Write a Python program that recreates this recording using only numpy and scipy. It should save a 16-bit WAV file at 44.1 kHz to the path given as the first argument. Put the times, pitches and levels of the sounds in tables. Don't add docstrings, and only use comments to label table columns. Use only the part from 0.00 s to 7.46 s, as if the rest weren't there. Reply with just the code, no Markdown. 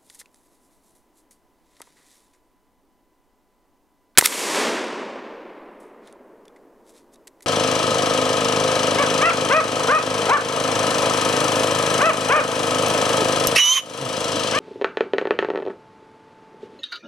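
import sys
import numpy as np
from scipy import signal
from scipy.fft import rfft, irfft, next_fast_len
from scipy.io import wavfile
from scipy.ndimage import uniform_filter1d, map_coordinates

SR = 44100
rng = np.random.default_rng(int(sys.argv[2]) if len(sys.argv) > 2 else 0)


def waveform_to_disk(signal):
    frames = np.transpose(np.atleast_2d(signal))
    scaled = np.clip(frames, -1, 1) * 32767
    samples = np.round(scaled).astype(np.int16)
    wavfile.write(sys.argv[1], SR, samples)


N = 328986
SHOT_S = 4.1822

# f/Hz, level/dB
AIR_EQ = [(20, -25), (60, -26), (165, -21), (280, -9), (420, -15), (560, -18), (950, -18), (1300, -26),
          (2200, -32), (4000, -36), (15500, -39.5)]
# t/s, level/dB
AIR_FADER = [(0, -63.5), (1.9, -64.5), (2.8, -66), (4.1, -65.5), (7.46, -62.5)]
# f/Hz, level/dB
WHINE_PARTIALS = [(1001, -75.5), (2003, -85.5), (2998, -92)]
# f/Hz, level/dB
TOUCH_EQ = [(300, -32), (750, -25), (1150, -14.5), (1550, -14), (1950, -6.5), (2900, -13.5), (3700, -6.5),
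            (5200, -6.5), (7000, -3.5), (10500, -3.5), (13000, -13), (15500, -25)]
# t/s, level/dB, t60/s, ring f/Hz
HAND_TICKS = [(0.0998, -37.5, 0.0079, 3530), (0.1035, -37, 0.0032, 2000), (0.2137, -41, 0.028, 1900),
              (.2582, -47, 0.017, 2690), (0.3446, -46, 0.0062, 8100), (1.767, -52.5, .02, 2000),
              (1.801, -45, 0.01, 8200), (1.8174, -29, 0.0037, 1090), (1.8183, -40.5, 0.032, 1090),
              (6.074, -44.5, .02, 3460), (6.126, -45, .012, 9400), (6.454, -51, .02, 3190),
              (6.481, -45, 0.013, 3400), (6.562, -51, .045, 2000), (7.158, -50.5, .015, 3700),
              (7.2785, -39, 0.0076, 4200), (7.407, -44.5, 0.014, 2000)]
# t/s, level/dB, t60/s, tilt/(dB per octave)
HAND_GRIPS = [(.148, -44, .06, 3), (.952, -61.5, 0.32, 2.5), (1.31, -53, 0.16, 2.5),
              (1.968, -58.5, 0.47, -5.5), (2.335, -59, 0.12, -4), (5.802, -60, 0.34, 1),
              (7.273, -39, .035, -1.5), (7.424, -42.5, 0.059, 1.5)]
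# t/s, level/dB, t60/s, tilt/(dB per octave)
SLEEVE_BRUSHES = [(.15, -57, .35, 0.5), (.203, -40, .055, 1.5), (1.19, -61.5, .15, 2),
                  (1.87, -61, 0.77, -3.5), (2.15, -58.5, 0.68, -1.5), (6.085, -55, 0.2, -10),
                  (6.9, -57, 0.15, -1), (6.98, -57, 0.2, -3), (7.143, -57, 0.073, -.5)]
# t/s, level/dB
STOCK_KNOCKS = [(1.8046, -31.5), (1.872, -47), (1.8762, -45.5), (4.2237, 11.5)]
# f/Hz, level/dB, t60/s
STOCK_MODES = [(324, -3, 0.011), (524, 0, 0.009), (941, -3.5, 0.019), (1230, -7, 0.014), (2000, -11, 0.019)]
# t/s, level/dB, rise/s, t60/s, tilt/(dB per octave)
METAL_CLACKS = [(4.154, -55.5, 0.0033, 0.14, -7), (4.1754, 1.5, 0.00049, 0.0091, -.5),
                (4.2112, 12, 0.00028, 0.012, 1), (4.254, 1.5, .018, 0.044, 1.5),
                (4.2594, 15, .0025, 0.016, 3.5), (4.272, 0.5, 0.00043, .016, 2),
                (4.324, -10, 0.0029, 0.06, -2)]
# f/Hz, level/dB
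STEEL_EQ = [(200, -22.5), (700, -18.5), (1300, -2.5), (2000, -3.5), (2800, -8.5), (3600, -2), (6000, -10),
            (11000, -11.5), (15500, -20)]
# f/Hz, level/dB
BLAST_EQ = [(30, -39.5), (70, -17.5), (400, -6), (750, -12.5), (1200, -9.5), (2200, -5), (2800, -13.5),
            (4300, -9), (5700, -13.5), (7300, -7.5), (8200, -2.5), (9100, -8), (10300, -6), (15500, -19)]
# f/Hz, level/dB
ECHO_EQ = [(60, -47), (120, -28.5), (170, -13), (230, -2), (430, 2.5), (600, -0.5), (740, -4.5),
           (1000, -0.5), (1350, -4.5), (2100, -2), (4000, -4), (8000, 2), (12000, -0.5), (15500, -18.5)]
# f/Hz, level/dB
RUMBLE_EQ = [(20, 0), (35, -3), (60, -11), (200, -23), (1000, -37), (2000, -41), (15000, -42)]


def amp(db):
    return 10 ** (np.asarray(db) / 20)


def unit(x):
    return x / np.sqrt(np.mean(x ** 2) + 1e-20)


def clock():
    return np.arange(N) / SR


def coloured(x, eq, tilt_db=0):
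    hz = np.fft.rfftfreq(len(x), 1 / SR)
    eq_hz, eq_db = np.transpose(eq)
    curve_db = np.interp(np.log(hz + 1), np.log(eq_hz), eq_db)
    gain = amp(curve_db + tilt_db * np.log2(np.maximum(hz, 500)))
    return unit(irfft(rfft(x) * gain, len(x)))


def noise(eq, size, tilt_db=0):
    return coloured(rng.standard_normal(size), eq, tilt_db)


def add(track, s, sound):
    part = track[max(round(s * SR), 0):][:len(sound)]
    part += sound[:len(part)]


def add_contact(track, eq, s, db, rise, t60, tilt_db, ring_hz, ring_db=9, q=11):
    lead = min(3 * rise, s)
    t = np.arange(next_fast_len(int((lead + t60) * SR) + 512)) / SR - lead
    envelope = np.exp(-(np.minimum(t, 0) / rise) ** 2 - np.log(1000) * np.maximum(t, 0) / t60)
    touch = envelope * noise(eq, len(t), tilt_db)
    ring = signal.lfilter(*signal.iirpeak(ring_hz, q, fs=SR), touch)
    level = amp(db) * np.sqrt(np.mean(envelope ** 2))
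    add(track, s - lead, level * unit(touch + amp(ring_db) * ring))


def forest_air():
    return amp(np.interp(clock(), *np.transpose(AIR_FADER))) * noise(AIR_EQ, N)


def whine(first_gap_s=0.81, gap_length_s=0.062):
    t = clock()
    gate = uniform_filter1d(((t - first_gap_s) % 1 > gap_length_s) * 1., size=300)
    return gate * sum(np.sqrt(2) * amp(db) * np.sin(2 * np.pi * hz * t) for hz, db in WHINE_PARTIALS)


def fidgets(count=10, swing_s=1.0, db=-66, t60=0.26, tilt_db=2.5):
    times = swing_s * (np.arange(count) + rng.random(count)) / count
    return [(s, db, t60, tilt_db) for s in times]


def handling(hard_tick_s=0.003, grit_db=3):
    ticks, rubs = np.zeros(N), np.zeros(N)
    for s, db, t60, ring_hz in HAND_TICKS:
        tilt_db = -2 * np.log2(t60 / hard_tick_s)
        add_contact(ticks, TOUCH_EQ, s, db, rise=0.0002, t60=t60, tilt_db=tilt_db, ring_hz=ring_hz)
    for s, db, t60, tilt_db in HAND_GRIPS:
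        add_contact(rubs, TOUCH_EQ, s, db, rise=0.0012, t60=t60, tilt_db=tilt_db,
                    ring_hz=2000, ring_db=-3.5, q=4)
    for s, db, t60, tilt_db in list(SLEEVE_BRUSHES) + fidgets():
        add_contact(rubs, TOUCH_EQ, s, db, rise=0.22 * t60, t60=t60, tilt_db=tilt_db,
                    ring_hz=3600, ring_db=-8, q=4.6)
    catches = unit(uniform_filter1d(rng.standard_normal(N), size=40))
    return ticks + rubs * unit(amp(grit_db * catches))


def stock_knocks():
    track, t = np.zeros(N), np.arange(SR // 10) / SR
    knock = sum((-1) ** k * amp(db - 60 * t / t60) * np.sin(2 * np.pi * hz * t)
                for k, (hz, db, t60) in enumerate(STOCK_MODES))
    for s, db in STOCK_KNOCKS:
        add(track, s, amp(db) * knock)
    return track


def metal_clacks():
    track = np.zeros(N)
    for clack in METAL_CLACKS:
        add_contact(track, STEEL_EQ, *clack, ring_hz=2120, ring_db=-4, q=6)
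    return track


def muzzle_blast(attack_s=0.0012, hold_s=0.0042, core_t60=0.012, scatter_t60=0.07, push_s=0.00038):
    age = np.maximum(clock() - SHOT_S, 0)
    attack = np.minimum(age / attack_s, 1)
    core = amp(27.5 - 60 * np.maximum(age - hold_s, 0) / core_t60)
    scatter = amp(13 - 60 * age / scatter_t60)
    roar = attack * np.hypot(core, scatter) * noise(BLAST_EQ, N)
    pulse_age = age / push_s
    punch = amp(6) * pulse_age * (2 - pulse_age) * np.exp(-pulse_age)
    return roar + punch


def tree_echo(db=-1.63, build_db=6.5, build_s=0.41, plateau_s=0.33, loss_db_per_s=8, loss_limit_db=21.5):
    clumps = map_coordinates(rng.standard_normal(N // 20), [clock() * 170])
    returns = coloured(rng.standard_normal(N) * amp(0.88 * clumps), ECHO_EQ)
    hz, t, spectrum = signal.stft(returns, SR, nperseg=512)
    age = np.maximum(t - SHOT_S, 0)
    onset_db = -build_db * np.maximum(1 - age / build_s, 0)
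    spreading = np.hypot(1, age / plateau_s) ** -1.711
    loss_db = loss_limit_db * np.tanh(loss_db_per_s * age / loss_limit_db)
    absorption = (hz / 1000) ** 0.87 + 1.1 * np.exp(-hz / 150)
    fade = spreading * amp(db + onset_db - absorption[:, None] * loss_db)
    tail = signal.istft(spectrum * fade, SR, nperseg=512)[1][:N]
    return (clock() > SHOT_S) * tail


def scene():
    shot = muzzle_blast() + tree_echo() + metal_clacks()
    mono = shot + stock_knocks() + handling() + forest_air() + whine()
    return np.array([mono, mono])


def gain_control(x, depth_db=24, release_db_per_s=58, attack_s=0.015):
    power = uniform_filter1d(x[0] ** 2, size=44)
    overload_db = np.clip(10 * np.log10(np.abs(power) + 1e-12), 0, depth_db)
    climb_db = release_db_per_s * clock()
    held_db = np.maximum.accumulate(overload_db + climb_db) - climb_db
    window = np.ones(int(attack_s * SR))
    duck_db = signal.fftconvolve(held_db, window / len(window))[:N]
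    return x * amp(-duck_db)


def record(dry, ceiling=0.82, low_cut_hz=55, rumble_db=-69, high_cut_hz=15800):
    clipped = np.clip(gain_control(dry), -ceiling, ceiling)
    thinned = signal.sosfilt(signal.butter(2, low_cut_hz, "highpass", fs=SR, output="sos"), clipped)
    rumble = amp(rumble_db) * np.array([noise(RUMBLE_EQ, N), noise(RUMBLE_EQ, N)])
    return signal.sosfiltfilt(signal.butter(16, high_cut_hz, fs=SR, output="sos"), thinned + rumble)


dry = scene()
out = record(dry)
waveform_to_disk(out)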